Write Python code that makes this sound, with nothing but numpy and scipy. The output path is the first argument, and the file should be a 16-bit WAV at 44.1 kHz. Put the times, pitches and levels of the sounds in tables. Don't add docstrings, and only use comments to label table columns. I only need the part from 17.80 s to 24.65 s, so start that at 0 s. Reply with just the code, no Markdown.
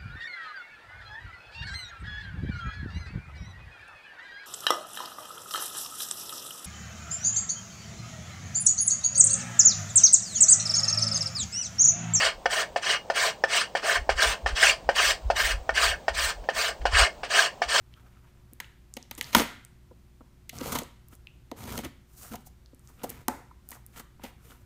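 import sys
import numpy as np
from scipy import signal
from scipy.fft import rfft, irfft, next_fast_len
from scipy.io import wavfile
from scipy.ndimage import uniform_filter1d, map_coordinates

SR = 44100
rng = np.random.default_rng(int(sys.argv[2]) if len(sys.argv) > 2 else 0)


def log_audio(samples):
    frames = np.atleast_2d(samples).T
    limited = np.clip(frames, -1, 1)
    pcm = np.round(limited * 32767).astype(np.int16)
    wavfile.write(sys.argv[1], SR, pcm)


N = 302085

# centre_hz, width_hz, relative_level_db
BOX_MODES = [(240.1, 52, 7.5), (372.6, 150, -8.5), (451.9, 55, -3), (599, 220, -7), (718, 85, -3.5),
             (944, 100, -2), (1240, 330, -4), (2040, 980, -7.5)]
# centre_hz, width_hz, relative_level_db
FILM_MODES = [(2000, 390, -1.5), (2955, 500, 4.5), (3820, 1700, -1.5), (6400, 380, 0.5)]
# frequency_hz, relative_density_db
FILM_BREAK_COLOUR = [(700, -24.5), (1900, 4), (3100, -2), (5000, -1.5), (6500, -2.5), (14000, -2)]
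# frequency_hz, relative_density_db
HISS_COLOUR = [(1500, -20.5), (3500, -8), (6400, 1), (7600, 1), (14000, 1.5)]


def amp(db):
    return 10 ** (np.asarray(db) / 20)


def unit(x):
    return x / np.sqrt(np.mean(x ** 2) + 1e-20)


def along(points, hz):
    f, v = np.transpose(points)
    return np.interp(np.log(hz + 1), np.log(f + 1), v)


def coloured(x, points, modes=()):
    size = 2 * next_fast_len(len(x) // 2 + 2048)
    hz = np.fft.rfftfreq(size, 1 / SR)
    cepstrum = irfft(np.log(amp(along(points, hz))))
    cepstrum[1:size // 2] *= 2
    cepstrum[size // 2 + 1:] = 0
    response = np.exp(rfft(cepstrum))
    if len(modes):
        resonances = 0
        for k, (centre, width, db) in enumerate(modes):
            bandpass = 1j * hz * width / (centre * centre - hz * hz + 1j * hz * width)
            resonances = resonances + (-1) ** k * amp(db) * bandpass
        response = response * resonances
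    return irfft(rfft(x, size) * response, size)[:len(x)]


def fractures(count, rate, spread_db, bed):
    sizes = amp(spread_db * np.clip(rng.standard_normal(count), -2, 2)) * rng.choice([-1, 1], count)
    breaks = unit(sizes * (rng.random(count) < rate / SR))
    return breaks + bed * rng.standard_normal(count)


def wobble(rate):
    knots = rng.standard_normal(int(N * rate / SR) + 4)
    return map_coordinates(knots, [np.arange(N) * rate / SR])


def steadied(x, window=0.16):
    power = np.abs(uniform_filter1d(x ** 2, max(2, round(window * SR))))
    return x / np.sqrt(power + 1e-12)


def roaming(x, modes, depth_db, rate):
    total = 0
    for hz, width, db in modes:
        drive = x * amp(depth_db * wobble(rate))
        b, a = signal.iirpeak(hz, hz / width, SR)
        total = total + amp(db) * signal.lfilter(b, a, drive)
    return total


def played(rows, shape):
    power = 0
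    for *timing, low_db, high_db in rows:
        power = power + (amp([[low_db], [high_db]]) * shape(*timing)) ** 2
    return np.sqrt(power)


def background(air_db=-57.5):
    # frequency_hz, relative_density_db
    air_colour = [(20, -12.5), (50, -8), (115, -10), (190, -16), (450, -33), (1200, -35.5), (4000, -42.5),
                  (15000, -48)]
    # frequency_hz, rms_level_db
    hum_partials = [(59.6, -59.5), (120, -65), (360.5, -74)]
    t = np.arange(N) / SR
    hum = 0
    for hz, db in hum_partials:
        hum = hum + amp(db) * np.sqrt(2) * np.sin(2 * np.pi * (hz * t + rng.random()))
    return hum + amp(air_db) * unit(coloured(rng.standard_normal(N), air_colour))


def room(x, delay=.005):
    # frequency_hz, t60_s
    decay_points = [(150, 0.38), (900, 0.37), (1900, 0.54), (5000, 0.43), (15000, 0.34)]
    # frequency_hz, relative_level_db
    level_points = [(250, -8.5), (600, -10), (1000, -8), (1900, -7), (4000, -6), (15000, -14)]
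    out, step = np.zeros(N + 2 * SR), SR // 3
    for start in range(0, N, step):
        hz, t, z = signal.stft(rng.standard_normal(2 * SR // 3), SR, nperseg=256)
        t60 = along(decay_points, hz)[:, None]
        energy = np.sqrt(2 * np.log(1000) / (t60 * SR))
        fade = amp(along(level_points, hz)[:, None] - 60 * t / t60)
        tail = signal.istft(z * energy * fade, SR, nperseg=256)[1]
        wet = signal.fftconvolve(x[start:start + step], tail)
        out[start + round(abs(delay) * SR):][:len(wet)] += wet
    return out[:N]


def stroke(fastest, rise, fall, roundness=1.1, drop_db=25.5):
    t = np.arange(N) / SR - fastest
    return amp(-drop_db * np.abs(t / np.where(t < 0, rise, fall)) ** roundness)


def sliding(scrape_db=0.0, hiss_db=0, grip_db=2.5, firm_db=-47):
    # fastest_s, rise_s, fall_s, scrape_base_db, hiss_base_db
    strokes = [(0.2, 0.26, 0.87, -63.5, -73), (3.335, 0.056, 0.055, -58, -54.5),
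               (3.79, 0.03, 0.066, -52.5, -50), (4.435, 0.14, 0.18, -57.5, -46.5),
               (4.52, 0.17, 0.024, -51.5, -54.5), (4.67, 0.031, 0.025, -76.5, -52),
               (5.1, 0.14, 0.27, -66, -62.5), (5.21, 0.056, 0.22, -53.5, -65),
               (5.93, 0.074, 0.07, -50.5, -47.5), (6.18, 0.069, 0.049, -45, -48),
               (6.45, 0.051, 0.097, -48, -53.5), (6.70, 0.18, 0.18, -56.5, -57)]
    # frequency_hz, relative_density_db
    scrape_colour = [(200, 0.5), (600, 3.5), (900, 2), (1300, 7.5), (2000, 2), (3500, 0.5), (8000, -7.5)]
    scrape, hiss = played(strokes, stroke)
    grip = unit(amp(grip_db * wobble(59)))
    grit = coloured(fractures(N, rate=440, spread_db=2.5, bed=0.6), scrape_colour)
    low = steadied(roaming(grit, BOX_MODES, depth_db=6.5, rate=33))
    high = unit(coloured(fractures(N, rate=560, spread_db=8.0, bed=2.6), HISS_COLOUR))
    crushing = coloured(fractures(N, rate=260, spread_db=5.0, bed=0), scrape_colour)
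    crunch = steadied(roaming(crushing, [*BOX_MODES, *FILM_MODES], depth_db=6, rate=51))
    firmness = scrape / (scrape + amp(firm_db))
    rubbing = amp(scrape_db) * scrape * (low + firmness * crunch)
    return grip * (rubbing + amp(hiss_db) * hiss * high)


def pull(start, hardest, end):
    build_db, sag_db = 14.5, 6
    grab_db_per_s, release_db_per_s = 2498.5, 700
    t = np.arange(N) / SR
    early = np.clip((hardest - t) / max(hardest - start, 1 / SR), 0, 1)
    late = np.clip((t - hardest) / max(end - hardest, 1 / SR), 0, 1)
    edges_db = grab_db_per_s * np.maximum(start - t, 0) + release_db_per_s * np.maximum(t - end, 0)
    return amp(-build_db * early ** 2 - sag_db * late - edges_db)


def tearing(board_db=-1, film_db=-1, heave_db=1, seat_give=0.017):
    # start_s, hardest_s, end_s, board_base_db, film_base_db
    pulls = [(1.38, 1.5, 1.63, -52.5, -51), (1.549, 1.555, 1.618, -20, -24.5),
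             (2.73, 2.94, 3.017, -36.5, -40.5), (3.765, 3.955, 4.008, -38, -44.5),
             (4.03, 4.045, 4.071, -36.5, -53), (4.509, 4.528, 4.552, -37.5, -55.5),
             (5.234, 5.243, 5.42, -49.5, -61.5)]
    # frequency_hz, relative_density_db
    board_colour = [(40, -10), (120, 6.5), (250, 6), (700, -1), (1400, -0.5), (6000, -9.5)]
    # frequency_hz, relative_density_db
    heave_colour = [(25, -20), (70, -2.5), (140, -0.5), (450, -37.5)]
    board, film = played(pulls, pull)
    breaks = fractures(N, rate=1800, spread_db=3.5, bed=0.4) * amp(1.8 * wobble(160))
    box = roaming(coloured(breaks, board_colour), BOX_MODES, depth_db=4.5, rate=27)
    box = steadied(box, window=.03)
    tape = coloured(breaks, FILM_BREAK_COLOUR)
    tape = steadied(tape + .5 * roaming(tape, FILM_MODES, depth_db=3.0, rate=49))
    heave = steadied(coloured(breaks, heave_colour)) * board / (1 + board / seat_give)
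    return amp(board_db) * board * box + amp(film_db) * film * tape + amp(heave_db) * heave


def panel_pop():
    # time_s, base_level_db, pitch_hz, width_hz
    flip = (5.483, -25, 936, 188)
    s, db, hz, width = flip
    t = np.maximum(np.arange(N) / SR - s, 0)
    ring = np.sin(2 * np.pi * hz * t) * np.exp(-np.pi * width * t)
    return amp(db) * ring * np.sqrt(SR / 100 / np.sum(ring ** 2))


def knock(pitch, spot_db, bass_slope_db=6.0, treble_slope_db=15):
    contact = [(pitch / 8, -3 * bass_slope_db), (pitch, 0),
               (pitch * np.sqrt(2), 0), (pitch * 8, -3 * treble_slope_db)]
    modes = [(hz, width, db + spot_db * rng.standard_normal()) for hz, width, db in BOX_MODES]
    return contact, modes


def light_tick(pitch, below_db=-10, above_db=-8, least_width_hz=80, width_hz_at_3k=300, widening=2.2):
    skirts = [(pitch / 8, 2 * below_db), (pitch / 3, below_db), (pitch / 1.3, 0),
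              (pitch * 1.3, 0), (pitch * 2.3, above_db)]
    relative_pitch = pitch / 3000
    return skirts, [(pitch, least_width_hz + width_hz_at_3k * relative_pitch ** widening, 0)]


def blows(spot_db, panels_db, board_lag=0.0046):
    # time_s, knock_base_db, knock_pitch_hz, film_crack_db, treble_tick_db, length_s
    snap_rows = [(0.801, -39.5, 1180, -39, -39.5, 0.013), (1.167, -38.5, 530, -41.5, -44, 0.016),
                 (1.3113, -43.5, 890, -41.5, -38.5, 0.011), (1.376, -42, 447, -47.5, -41, 0.049),
                 (1.411, -42, 1240, -30.5, -34.5, 0.0054), (1.528, -40, 791, -37, -40.5, 0.05),
                 (1.5484, -12.5, 894, -15.5, -14, 0.0081), (1.597, -25.5, 230, -29.5, -48, 0.0088),
                 (2.693, -59.5, 302, -41, -40.5, 0.015), (2.81, -32.5, 335, -45, -56, 0.015),
                 (2.855, -38, 504, -49, -55, 0.027), (2.919, -33, 710, -37.5, -31.5, 0.041),
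                 (2.951, -27.5, 792, -33.5, -31.5, 0.039), (2.986, -40.5, 560, -36.5, -33, 0.016),
                 (3.7143, -34, 470, -48, -52, 0.011), (3.9765, -38.5, 450, -39, -37, 0.015),
                 (3.988, -33.5, 406, -44, -42, 0.015), (4.046, -43, 382, -44.5, -42, 0.024),
                 (4.535, -37.5, 513, -53.5, -52, 0.032), (4.5544, -52, 702, -52, -44.5, 0.016),
                 (5.233, -29.5, 538, -46.5, -38, 0.041), (5.292, -44.5, 298, -57, -39, 0.044),
                 (5.4823, -23, 590, -38.5, -26, 0.007), (5.916, -47.5, 902, -54, -45.5, 0.0086),
                 (6.194, -46, 1088, -51.5, -43.5, 0.038), (6.435, -37.5, 562, -47, -46, 0.032)]
    # time_s, base_level_db, pitch_hz
    bumps = [(0.723, -51.5, 240), (2.1096, -49, 411), (2.4058, -48, 604), (2.729, -49, 597),
             (3.017, -38, 344), (3.326, -54.5, 400), (4.057, -37.5, 249), (4.928, -50.5, 260.6),
             (5.097, -57, 644), (6.394, -53.5, 594)]
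    # time_s, level_db, pitch_hz
    light_ticks = [(0.139, -56, 3160), (0.734, -50, 12400), (0.844, -52.5, 2880), (1.139, -44, 7300),
                   (1.227, -51, 5640), (1.351, -50, 8000), (1.427, -46.5, 9200), (1.4434, -45, 4700),
                   (1.8494, -50.5, 8650), (2.786, -44, 5930), (3.034, -50, 7600), (3.285, -57, 12000),
                   (3.352, -57.5, 10000), (3.4705, -47, 2660), (4.668, -56, 735), (4.86, -60.5, 4600),
                   (4.947, -62.5, 10000), (4.994, -63.5, 9030), (5.074, -58, 6400), (5.091, -63.5, 8000),
                   (5.195, -63, 2888), (5.24, -41, 14000), (5.302, -38, 13300), (5.711, -52, 1022),
                   (5.889, -44, 12000), (5.907, -45, 12110), (5.927, -50.5, 1980), (5.969, -57.5, 954),
                   (6.064, -49.5, 11600), (6.708, -59.5, 3200)]
    bump_s, tick_cycles = 0.022, 15
    rows = []
    for s, board, pitch, crack, tick, length in snap_rows:
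        rows.append((s, board + panels_db, length + board_lag, *knock(pitch, spot_db)))
        rows.append((s, crack, length, FILM_BREAK_COLOUR, FILM_MODES))
        rows.append((s, tick, length, HISS_COLOUR, ()))
    for s, db, pitch in bumps:
        rows.append((s, db + panels_db, bump_s, *knock(pitch, spot_db)))
    for s, db, pitch in light_ticks:
        rows.append((s, db, tick_cycles / pitch, *light_tick(pitch)))
    return rows


def snaps(clean_length, spot_db, panels_db, rise=0.0005, rise_share=0.2):
    t = np.arange(SR // 8) / SR
    out = np.zeros(N + SR)
    span = SR / 100
    for s, db, length, colour, modes in blows(spot_db, panels_db):
        envelope = amp(-60 * t / length) * (1 - np.exp(-t / (rise_share * length)))
        burst = fractures(len(t), rate=2500, spread_db=5.5, bed=0.31) * envelope
        burst[round(rise * SR)] += np.linalg.norm(burst) * (clean_length / length) ** 2
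        sound = coloured(burst, colour, modes)
        out[round(s * SR):][:len(t)] += amp(db) * sound * np.sqrt(span / np.sum(sound ** 2))
    return out[:N]


def scene():
    handling, pop = tearing() + sliding(), panel_pop()
    facing = snaps(clean_length=0.008, spot_db=2.5, panels_db=-0.5) + .5 * pop
    all_sides = snaps(clean_length=0.079, spot_db=2.0, panels_db=2.1) + 2 * pop
    reverberation = amp(-4.0) * room(all_sides + handling)
    return (facing + handling + reverberation + background())[None]


def record(dry):
    # frequency_hz, gain_db
    mic_response = [(9500, 0), (10400, -3.5), (11400, 0)]
    top_hz = 15450
    clipped = np.clip(coloured(dry[0], mic_response), -.65, .65)
    return signal.fftconvolve(clipped, signal.firwin(127, top_hz, fs=SR), "same")[None]


dry = scene()
out = record(dry)
log_audio(out)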